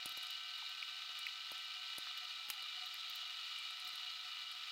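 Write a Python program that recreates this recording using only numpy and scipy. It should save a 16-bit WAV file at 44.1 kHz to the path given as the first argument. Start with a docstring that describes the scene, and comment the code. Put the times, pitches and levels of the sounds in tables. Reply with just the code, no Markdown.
"""Air hisses without a break through a laptop's vents and case cavities, close to a hand-held phone in
a quiet room: noise, coloured and lifted at the cavities. Thin whines, a fan tone that steps down and
a low, fading hoot are wavering sines; short blips are sliding sines. Fingers tick (dying noise) and
thud (a push on a ringing shell) on the phone, the disk arm ticks with its own modes, and the microphone hisses."""
import sys
import numpy as np
from scipy import signal
from scipy.fft import rfft, irfft, next_fast_len
from scipy.io import wavfile
from scipy.ndimage import uniform_filter1d, map_coordinates

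SR = 44100
rng = np.random.default_rng(int(sys.argv[2]) if len(sys.argv) > 2 else 0)


def linear_from_db(decibels):
    """Turn decibels (scalar or array-like) into linear amplitude factors; 0 gives 1."""
    return 10 ** (np.asarray(decibels, float) / 20)


def file_out(sig):
    """Save sig as 16-bit WAV at sys.argv[1]."""
    # one column per channel
    cols = np.atleast_2d(sig).T
    # limit, then scale
    lim = np.clip(cols, -1, 1)
    pcm = np.round(lim * 32767).astype(np.int16)
    wavfile.write(sys.argv[1], SR, pcm)


N = 208054  # length in samples

# colour of the air noise before the cavities lift it: pitch_hz, relative level_db (per Hz)
AIR_COLOUR = [(20, -38), (150, -41), (600, -37.5), (720, -24.5), (1100, -21), (1400, -13), (1650, -20),
              (1800, -13.5), (2300, -13), (3200, -5.5), (4000, -3.5), (5000, -12), (5600, -19),
              (7500, -25.5), (10000, -35.5), (16500, -33)]
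# pitches of the case cavities that the air excites: pitch_hz
CAVITY_PITCHES = [745, 1225, 1280, 2400, 2580, 2880, 2945, 3760, 4020, 4340, 4580, 5250, 5685, 6420]
# shape of each cavity, in the same order: width_hz, lift_db over the air
CAVITY_SHAPES = [(40.4, 8), (67, 7.8), (98, 8.8), (114, 10), (80.5, 6.2), (143, 10.96), (68, 9.2), (152, 6),
                 (50.4, 5), (99, 1.2), (99, 1.9), (100, 4.5), (61, 3.5), (100, 2.5)]
# steady whines: pitch_hz, level_db (rms), wander_hz, flutter_db
WHINES = [(978, -82, 1, 1.5), (1186, -81, 2, 2), (1221, -77, 5, 6), (1323, -64.3, 1.2, 1.5),
          (1921, -79, 2, 2), (1944, -74.5, 3, 2), (2004, -71.5, 4, 2.5), (2350, -64, 1.5, 2.5),
          (4020, -70, 8, 3)]
# fan blade tone, stepping down once: start_s, pitch_hz, level_db (rms)
BLADE_TONE = [(0, 1526, -66), (2.13, 1526, -67), (2.27, 1487, -71), (4.72, 1486, -69)]
# short rounded blips: peak_s, level_db (peak), start_hz, end_hz, length_s
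SLIDING_BLIPS = [(.627, -51.5, 980, 850, .01), (.8282, -35.5, 2750, 2050, .006),
                 (1.2683, -28.5, 2150, 2500, .0026), (1.93, -68, 950, 840, .09),
                 (2.071, -40, 1800, 1100, .002), (2.245, -65, 680, 600, .014), (2.5, -67, 836, 834, .27),
                 (2.5017, -31, 2700, 1900, .0016), (2.502, -44, 1500, 1000, .0025),
                 (2.508, -38, 3600, 2300, .007), (2.59, -66, 790, 740, .06)]
# finger ticks on the shell: start_s, level_db (crackle rms before its fade), centre_hz, t60_s (3 ms at least)
FINGER_TICKS = [(0.0578, -39.5, 9600, 0.022), (0.0926, -43, 12000, 0.01), (.121, -52, 11300, .019),
                (.1732, -46, 11400, 0.026), (0.247, -51, 14700, .009), (.2684, -54, 7250, 0.022),
                (.3063, -45, 11900, .008), (.581, -55, 9000, 0.014), (.6912, -56, 13900, .036),
                (1.188, -50, 11700, .006), (1.1908, -46.5, 8500, .022), (1.2678, -51, 13900, .013),
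                (1.517, -47.5, 11400, .025), (1.579, -51, 7700, .009), (1.9823, -41.5, 9700, 0.022),
                (2.175, -52.5, 13000, .032), (2.2416, -54, 11100, .009), (2.488, -50, 11000, .019),
                (2.5012, -32.5, 11300, .017), (2.5345, -53, 7860, .021), (2.6246, -48.5, 9700, .007),
                (2.8599, -48, 12700, .008), (2.9418, -47.5, 12000, 0.014), (3.0978, -47.5, 12800, .024),
                (3.153, -47, 12700, .008), (3.1578, -46.5, 13500, .016), (3.8494, -48.5, 13700, .01),
                (3.8754, -44, 14100, .008), (3.9341, -57, 11400, .014), (3.957, -49.5, 9600, .011)]
# low thuds of the shell, most of them under the finger ticks: start_s, level_db (peak), centre_hz
SHELL_THUDS = [(.0576, -47, 269), (0.0933, -63, 400), (.121, -61, 300), (.1732, -51, 430),
               (0.1927, -70, 400), (1.0933, -59.5, 540), (1.1877, -66, 400), (1.517, -46, 510),
               (1.58, -70, 400), (1.9822, -45.5, 370), (2.174, -67, 400), (2.4877, -59, 300),
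               (2.5007, -75, 400), (2.625, -59.5, 450), (2.9425, -69, 400), (3.0974, -63, 500),
               (3.8496, -65, 250), (3.875, -66, 250), (3.9333, -64, 280)]
# modes of the phone's shell: pitch_hz, width_hz, relative level_db
SHELL_MODES = [(126, 200, 6.5), (322, 82, 6), (584, 150, 5.5), (980, 240, 7)]
# disk arm seeks: start_s, relative level_db
ARM_SEEKS = [(0.2283, -54.5), (3.585, -57), (3.7043, -56.5), (3.797, -57), (3.8851, -56.5), (4.5128, -56.5)]
# what the arm rings with: pitch_hz, relative level_db, time to the peak_s
ARM_MODES = [(13050, -7, 0.0014), (11600, -14.5, 0.0024), (11400, -3, 0.0033), (10800, -2, 0.00062),
             (9500, -1.5, 0.0036), (7900, -8, 0.0049), (7700, -6, 0.0035)]
# a few hand-placed humps of the hoot, some faint: peak_s, level_db (rms), length_s
HOOT_HUMPS = [(0.047, -72.5, .16), (0.256, -71.5, .18), (0.497, -81, 0.25), (0.713, -79, 0.053),
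              (1.798, -72, 0.13), (2.105, -78, .12), (2.24, -67.5, 0.084), (2.779, -63, 0.036),
              (2.832, -61, 0.07), (3.232, -65.5, 0.017), (3.852, -70, 0.16), (4.063, -77, .2),
              (4.261, -72, 0.08), (4.558, -73.5, 0.11)]


def unit(x):
    """Scaled to rms 1."""
    return x / np.sqrt(np.mean(x ** 2) + 1e-20)


def wobble(rate):
    """A smooth curve through random knots, rate of them a second."""
    knots = rng.standard_normal(int(N * rate / SR) + 4)
    return map_coordinates(knots, [np.arange(N) * rate / SR])


def curves(rows):
    """One value per sample for each column after the time."""
    times, *columns = np.transpose(rows)
    return [np.interp(np.arange(N) / SR, times, column) for column in columns]


def filtered(x, response):
    """x shaped by a response, a function of frequency that may be complex."""
    size = next_fast_len(len(x) + 8192)
    spectrum = rfft(x, size) * response(np.fft.rfftfreq(size, 1 / SR))
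    return irfft(spectrum, size)[:len(x)]


def resonance(f, hz, width):
    """Response of something that rings at hz after it is struck, with top gain 1."""
    return 1j * f * width / (hz * hz - f * f + 1j * f * width)


def tone(hz, db, wander_hz, flutter_db):
    """A sine whose pitch and level are never quite still."""
    phase = 2 * np.pi * np.cumsum(hz + wander_hz * wobble(14)) / SR
    return np.sqrt(2) * linear_from_db(db + flutter_db * wobble(18)) * np.sin(phase)


def add(track, start_s, sound):
    """Mixes a sound in from a given time."""
    part = track[max(round(start_s * SR), 0):][:len(sound)]
    part += sound[:len(part)]


def air(level_db=-47.5, patchy_db=0.8, gust_db=1.5, gust_rate=400):
    """Turbulent noise, patchy in time and pitch and gusting fast, lifted where the cavities resonate."""
    spectrum = signal.stft(rng.standard_normal(N + 512), nperseg=256)[2]
    patches = uniform_filter1d(rng.standard_normal(spectrum.shape), size=5, axis=0)
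    patches = uniform_filter1d(patches, size=4, axis=1)
    eddies = signal.istft(spectrum * linear_from_db(patchy_db * unit(patches)), nperseg=256)[1][:N]
    # fast gusts, with slower and weaker ones under them
    eddies = eddies * linear_from_db(gust_db * wobble(gust_rate) + 0.3 * wobble(25) + 0.2 * wobble(4))
    pitch_hz, level = np.transpose(AIR_COLOUR)

    def colour(f):
        lift_db = sum(lift * abs(resonance(f, hz, width)) ** 4
                      for hz, (width, lift) in zip(CAVITY_PITCHES, CAVITY_SHAPES))
        return linear_from_db(np.interp(np.log(f + 1), np.log(pitch_hz), level) + lift_db)

    return linear_from_db(level_db) * unit(filtered(eddies, colour))


def whine():
    """Wavering sines: the steady whines, and the blade tone that drops as the fan slows a little."""
    steady = sum(tone(*row) for row in WHINES)
    return steady + tone(*curves(BLADE_TONE), wander_hz=1.4, flutter_db=0.82)


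def blips(echo_db=-10, echo_s=0.00393):
    """Each is a sliding sine under a smooth hump, answered by one echo from the desk."""
    track = np.zeros(N)
    for peak_s, db, start_hz, end_hz, length_s in SLIDING_BLIPS:
        count = round(length_s * SR)
        phase = 2 * np.pi * np.cumsum(np.linspace(start_hz, end_hz, count)) / SR
        hump = np.sin(np.linspace(0, np.pi, count)) ** 1.6
        blip = linear_from_db(db) * hump * np.sin(phase)
        add(track, peak_s - length_s / 2, blip)
        add(track, peak_s - length_s / 2 + echo_s, linear_from_db(echo_db) * blip)
    return track


def fingers(skirt_gain=1.0, tail_db=-22, tail_t60=0.17, faint_count=10):
    """A tick is a bright noise crackle that dies fast, with a faint room tail."""
    track, t = np.zeros(N), np.arange(SR // 10) / SR
    # fainter ticks fall at random times, around -62 dB and 11 kHz
    faint = [(a * N / SR, -62 + 4 * (b - 0.5), 11000 * (0.7 + 0.6 * c), 0.02)
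             for a, b, c in rng.random((faint_count, 3))]
    for start_s, db, hz, t60 in FINGER_TICKS + faint:
        # a bright centre over a broad skirt that holds no bass
        colour = lambda f: resonance(f, hz, 0.55 * hz) ** 2 + skirt_gain * resonance(f, 5000, 12000) ** 2
        crackle = unit(filtered(rng.standard_normal(len(t)), colour))
        fade = linear_from_db(-60 * t / max(t60, 0.003)) + linear_from_db(tail_db - 60 * t / tail_t60)
        onset = np.minimum(t / 0.0001, 1)
        add(track, start_s, linear_from_db(db) * fade * onset * crackle)
    return track


def thuds(push_s=0.0004):
    """A short push rings the shell; where the finger lands decides which modes speak."""
    track, t = np.zeros(N), np.arange(SR // 10) / SR
    push = np.sin(np.pi * np.minimum(t / push_s, 1)) ** 2
    # neighbouring modes have opposite signs
    modes = [filtered(push, lambda f: (-1) ** k * linear_from_db(db) * resonance(f, hz, width))
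             for k, (hz, width, db) in enumerate(SHELL_MODES)]
    for start_s, db, centre_hz in SHELL_THUDS:
        thud = sum(abs(resonance(hz, centre_hz, 0.99 * centre_hz)) * mode
                   for (hz, _, _), mode in zip(SHELL_MODES, modes))
        add(track, start_s, linear_from_db(db) * thud / abs(thud).max())
    return track


def disk(rough=0.62):
    """Each seek swells and fades through the arm's modes, at new strengths and with a rattle."""
    track, t = np.zeros(N), np.arange(SR // 20) / SR
    hz, db, peak_s = np.transpose(ARM_MODES)[:, :, None]
    swell = (t / peak_s * np.exp(1 - t / peak_s)) ** 2
    for start_s, seek_db in ARM_SEEKS:
        chance = rng.standard_normal((len(ARM_MODES), len(t)))
        rattle = 1 + rough * unit(uniform_filter1d(chance, size=40, axis=1))
        # the first two random columns also set each mode's strength and starting phase
        strength = linear_from_db(db + 2 * chance[:, :1])
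        rings = strength * swell * rattle * np.sin(2 * np.pi * (hz * t + chance[:, 1:2]))
        add(track, start_s, linear_from_db(seek_db - 2.0) * rings.sum(axis=0))
    return track


def hoot(pitch_hz=731.5, usual_db=-79.5, fading_db=3, fades_per_s=14):
    """A weak low tone that fades at random, with a few smooth humps, some faint, added by hand."""
    t = np.arange(N) / SR
    humps = sum(linear_from_db(db) * np.cos(np.pi * np.clip((t - peak_s) / length_s, -0.5, 0.5)) ** 2
                for peak_s, db, length_s in HOOT_HUMPS)
    fading = linear_from_db(usual_db + fading_db * wobble(fades_per_s))
    return (fading + humps) * tone(pitch_hz, 0, wander_hz=2.1, flutter_db=1)


def microphone_hiss(level_db=-77.0):
    """The microphone's own noise, equally strong at every pitch."""
    return linear_from_db(level_db) * rng.standard_normal(N)


def scene():
    """Machine, hand and microphone hiss added together, as one channel."""
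    machine = air() + whine() + blips() + disk() + hoot()
    hand = fingers() + thuds()
    return (machine + hand + microphone_hiss())[None]


def roll_off(x):
    """The treble ends steeply here."""
    return signal.sosfilt(signal.butter(12, 16510, fs=SR, output="sos"), x)


def record(dry):
    """The phone keeps nothing from its band limit of 15.8 kHz upwards."""
    mix = filtered(dry[0], lambda hz: hz < 15800)[None]
    return roll_off(mix)


dry = scene()
out = record(dry)
file_out(out)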